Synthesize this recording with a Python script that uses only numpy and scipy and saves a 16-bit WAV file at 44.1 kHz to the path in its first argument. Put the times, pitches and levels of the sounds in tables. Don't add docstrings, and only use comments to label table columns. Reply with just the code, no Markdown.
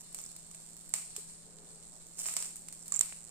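import sys
import numpy as np
from scipy import signal
from scipy.fft import rfft, irfft
from scipy.io import wavfile
from scipy.ndimage import uniform_filter1d

SR = 44100
rng = np.random.default_rng(int(sys.argv[2]) if len(sys.argv) > 2 else 0)


def to_wav(sig):
    pcm = np.clip(np.atleast_2d(sig), -1, 1) * 32767
    pcm = np.round(pcm).astype(np.int16)
    wavfile.write(sys.argv[1], SR, pcm.T)


N = 145530
T = np.arange(N) / SR


def amp(db):
    return 10 ** (np.asarray(db) / 20)


def unit(x):
    return x / np.sqrt(np.mean(x ** 2) + 1e-20)


def sides(left_db, right_db):
    return amp([left_db, right_db])[:, None]


def read(points, hz, column=1):
    table = np.transpose(points)
    return np.interp(np.log(hz + 1), np.log(table[0] + 1), table[column])


def level(points):
    return amp(np.interp(T, *np.transpose(points)))


def add(mix, start_s, sound):
    part = mix[max(round(start_s * SR), 0):][:len(sound)]
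    part += sound[:len(part)]


def colour(x, points, column=1, size=4096):
    hz = abs(np.fft.fftfreq(size, 1 / SR))
    log_gain = np.log(amp(read(points, hz, column)))
    response = np.exp(np.conj(signal.hilbert(log_gain)))
    taps = np.fft.ifft(response).real[:size // 2]
    return signal.oaconvolve(x, taps)[:N]


def drift(samples):
    return unit(uniform_filter1d(uniform_filter1d(rng.standard_normal(N), samples), samples))


def bubbles(envelope, spectrum, per_s, spread_db, flutter_db):
    strength = amp(spread_db * np.minimum(rng.exponential(1, N), 3.5))
    bursts = unit(strength * rng.choice([-1, 1], N) * (rng.random(N) < per_s / SR))
    flutter = amp(flutter_db * drift(samples=200))
    return level(envelope) * unit(colour(bursts * flutter, spectrum))


def fizzing():
    envelope = [(0, -57.5), (.4, -61), (.8, -61.5), (1.1, -58), (1.45, -64), (1.68, -63), (1.85, -63),
                (2.15, -63), (2.7, -64), (3.3, -64)]
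    spectrum = [(200, -12.5), (1000, -2), (2800, 0), (4200, 6.5), (6000, 0.5), (7500, 0), (9000, 4),
                (11000, 1), (13500, -7), (15500, -6.5)]
    return bubbles(envelope, spectrum, per_s=9000, spread_db=2.5, flutter_db=6)


def spurting():
    envelope = [(0, -62), (.13, -98), (.18, -57), (.28, -71), (.938, -79), (.953, -63), (1.05, -74),
                (2.15, -74), (2.18, -55.5), (2.222, -57), (2.28, -47), (2.335, -57), (2.41, -50),
                (2.46, -58.5), (2.52, -80), (2.91, -64), (2.95, -47.5), (3, -77)]
    spectrum = [(100, -52), (350, -2), (700, 2), (2200, -8), (3400, -11), (5500, 8), (8000, 4), (11000, -4),
                (14000, 2)]
    return bubbles(envelope, spectrum, per_s=2500, spread_db=7.5, flutter_db=5)


def spraying():
    envelope = [(0, -66), (.1, -79), (.7, -69.5), (.9, -67), (.96, -87), (2.15, -77), (2.18, -56.5),
                (2.27, -52), (2.34, -61), (2.45, -56.5), (2.6, -77)]
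    spectrum = [(1000, -12.5), (3500, -5), (5500, -4.5), (8000, -7), (10500, 0.5), (13500, -3),
                (15500, -5.5)]
    return bubbles(envelope, spectrum, per_s=1200, spread_db=0.5, flutter_db=5)


def room_noise():
    spectrum = [(20, 9), (50, 2.5), (100, -4), (170, 2.5), (300, -1.5), (430, -3.5), (700, -4.5),
                (1200, -10), (2500, -17), (8000, -77)]
    coherence = [(30, 0.053), (90, 0.072), (200, 0.64), (1000, 0.26), (4000, .2)]
    hz = np.fft.rfftfreq(N, 1 / SR)
    left, independent = rfft(rng.standard_normal((2, N)))
    shared = read(coherence, hz)
    right = shared * left + np.sqrt(1 - shared ** 2) * independent
    return sides(-62.5, -67.5) * unit(irfft(np.array([left, right]) * amp(read(spectrum, hz)), N))


def appliance_hum(waver_hz=1.24):
    tones = [(166, -64.5, -71.5), (206, -72.5, -99), (417, -79, -98)]
    out = np.zeros((2, N))
    for hz, left_db, right_db in tones:
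        phase = 2 * np.pi * np.cumsum(hz + waver_hz * drift(samples=6000)) / SR
        out += sides(left_db, right_db) * unit(np.sin(phase))
    return out


def ticking(per_s=116, jitter_s=.0004, spread_db=2):
    envelope = [(0, -69), (.7, -60), (1.4, -67), (1.85, -62), (2.6, -63), (3.3, -57.5)]
    spectrum = [(300, -1.5), (2500, -7.5), (4500, -8.5), (7500, 2.5), (9500, 4.5), (15000, -10)]
    ticks = np.zeros(N)
    for start in np.arange(0, N / SR, 1 / per_s):
        late, strong = rng.standard_normal(2)
        add(ticks, start + jitter_s * late, amp([spread_db * strong]))
    return sides(-47, -1.5) * level(envelope) * unit(colour(ticks, spectrum))


def brighten(x, tilt_db, pivot_hz=6760):
    hz = np.fft.rfftfreq(2 * len(x), 1 / SR)
    gain = amp(0.935 * tilt_db * np.tanh(hz / pivot_hz - 1))
    tilted = irfft(rfft(x, 2 * len(x)) * gain)
    return np.roll(tilted, 8)[:len(x)]


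def pops_and_clicks(crack_s=.00004, crack_delay_s=.0006, puff_s=.0014, puff_ratio=1.18, scatter_hz=3130):
    # start in seconds, level in dB, treble tilt in dB, gain into the room in dB.
    pops = [(.127, -34, 10, -10), (0.1459, -19, 5, -0.5), (0.1872, -24, -1, -0.5), (0.215, -32, 20, -2),
            (.252, -34, 5, -4), (0.315, -32, 7, -8), (0.3634, -27.5, 7, -4), (.5127, -32, 2, 0),
            (0.5466, -30.5, 1, -3), (0.7662, -33.5, 14, -7), (0.8917, -32.5, 18, -5),
            (0.9383, -9.5, 0.5, 1.5), (0.9533, -23, 8, -3), (1.1636, -18, 5.5, 0), (2.067, -37, 14, 0),
            (2.1849, -27.5, 7, 4), (2.191, -28, 12, 9), (2.251, -28, 1, 9), (2.2573, -22.5, -13, 2.5),
            (2.2745, -19.5, 10, 5), (2.2857, -20, -12, 0.5), (2.338, -19, 3, -14), (2.366, -10, -0.5, 0.5),
            (2.4247, -16.5, 0, -1.5), (2.5573, -27, 9, 1), (2.566, -30, 12, 0), (2.6849, -23, 0, -5),
            (2.7256, -25, 5, -0.5), (2.858, -32.5, 6, 8), (2.88, -26.5, 12, -5), (2.9221, -18, -1.5, -1),
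            (2.9517, -22.5, -5, 1.5), (2.9618, -20.5, 9, -9), (2.993, -18.5, 15, -11),
            (3.0102, -6, 2, -3.5)]
    spectrum = [(100, -28), (380, -4), (700, 5), (1200, 4.5), (1600, -0.5), (2300, 4), (3400, -3),
                (4500, -1), (7500, -0.5), (10000, 2.5), (14000, -1)]
    left, right, feed = np.zeros((3, N))
    t = np.arange(512) / SR
    pulse = (1 - t / crack_s) * np.exp(-t / crack_s)
    pulse /= np.linalg.norm(pulse)
    direct_path = np.arange(len(t)) == round(crack_delay_s * SR)
    highpass = signal.butter(1, scatter_hz, "high", fs=SR)
    for start, db, tilt_db, room_db in pops:
        crack = amp(db) * brighten(pulse, tilt_db)
        add(feed, start, amp(room_db) * crack)
        for port in (left, right):
            noise = rng.standard_normal(len(t)) * np.sqrt(t) * np.exp(-t / puff_s)
            puff = signal.lfilter(*highpass, noise)
            paths = direct_path + puff_ratio * puff / np.linalg.norm(puff)
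            add(port, start, np.convolve(crack, paths / np.linalg.norm(paths)))
    return np.array([colour(left, spectrum), colour(right, spectrum)]), colour(feed, spectrum)


def high_rings(centre_hz=7320, detune=.015, rise_s=.00043, fall_s=.00067):
    rings = [(0.239, -28, 0.0011), (.9394, -13.5, 0.00059), (1.164, -27, 0.0012), (2.3662, -30, 0.0022),
             (2.921, -18.5, .001), (2.923, -18.5, 0.0014), (2.94, -20.5, 0.0029), (2.946, -19, 0.0014),
             (2.9563, -30, .001), (2.9608, -18, 0.0013), (2.9664, -18.5, 0.0018), (2.972, -28, 0.0057),
             (2.9923, -10, 0.00099), (3.009, -12, 0.0028)]
    out, t = np.zeros(N), np.arange(512) / SR
    for start, db, hold in rings:
        envelope = np.minimum(t / rise_s, 1) * np.exp(-np.maximum(t - hold, 0) / fall_s)
        hz = centre_hz * (1 + detune * rng.standard_normal())
        add(out, start, amp(db) * envelope * np.sin(2 * np.pi * hz * t))
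    return sides(-45, 0) * out


def metal_knocks():
    # start in seconds, level in dB, frequency in Hz, decay time in seconds.
    knocks = [(.9395, -50.5, 2290, .012), (1.181, -50.5, 413, 0.0072), (1.587, -42.5, 4300, 0.0002),
              (2.922, -43.5, 1204, 0.0034), (3.1247, -32.5, 2480, 0.00034)]
    out, t = np.zeros(N), np.arange(4096) / SR
    for start, db, hz, decay in knocks:
        add(out, start, amp(db) * np.sin(2 * np.pi * hz * t) * np.exp(-t / decay))
    return out


def hollow_tones():
    # start in seconds, length in seconds, centre in Hz, bandwidth in Hz, level in dB.
    swells = [(1.333, 0.61, 424, 79, -71), (1.402, 0.51, 676, 500, -77), (1.907, 0.093, 654, 130, -71)]
    out = np.zeros(N)
    for start, length, hz, width, db in swells:
        arch = np.sqrt(np.hanning(int(length * SR)))
        radius = np.exp(-np.pi * width / SR)
        feedback = [1, -2 * radius * np.cos(2 * np.pi * hz / SR), radius ** 2]
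        tone = unit(signal.lfilter([1, 0, -1], feedback, rng.standard_normal(len(arch))))
        add(out, start, amp(db) * arch * tone)
    return out


def reverberation(x, gap_s=.0028, density=.15, gain_db=-2.5, size=32768):
    decay_times = [(200, 0.23), (1000, 0.35), (2800, 0.51), (7500, 0.62), (15000, 0.4)]
    reflections = rng.standard_normal((2, size)) * (rng.random((2, size)) < density)
    reflections *= np.arange(size) / SR > gap_s
    hz, t, bands = signal.stft(reflections, SR, nperseg=256)
    decay = amp(-60 * t / read(decay_times, hz)[:, None])
    tail = signal.istft(bands * decay, SR, nperseg=256)[1]
    tail /= np.linalg.norm(tail[0])
    return amp(gain_db) * signal.fftconvolve(x[None], tail, axes=1)[:, :N]


def microphone_ports(left, right):
    response = [(20, 3.5, 3), (3340, -1, -1), (4300, 1.5, 0), (5350, 1, 3.5), (6430, -2, 5),
                (7270, 10.5, 16), (7890, 12, 16), (8490, 19, 13), (9405, 8, 1), (10320, -3, -8),
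                (11900, -0.5, -2), (15100, -0.5, -3), (15700, -35, -19.5)]
    return np.array([colour(left, response, column=1), colour(right, response, column=2)])


def scene():
    fizz, spurts = fizzing(), spurting() + spraying()
    background = room_noise() + appliance_hum() + ticking()
    pops, pop_feed = pops_and_clicks()
    rings, metal, hollow = high_rings(), metal_knocks(), hollow_tones()
    direct = sides(-15.5, -6.5) * fizz + sides(1, 6) * spurts
    direct += sides(-2, 2.5) * pops + sides(5.5, 0) * (metal + hollow)
    direct[0] = np.roll(direct[0], round(.0001 * SR))
    room = reverberation(fizz + spurts + pop_feed + amp(-1) * metal + hollow)
    left, right = direct + room + background
    return microphone_ports(left, right) + rings


def record(dry):
    cutoff_hz = 16400
    lowpass = signal.firwin(255, cutoff_hz, window=("kaiser", 9), fs=SR)
    return signal.oaconvolve(dry, lowpass[None], "same")


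dry = scene()
out = record(dry)
to_wav(out)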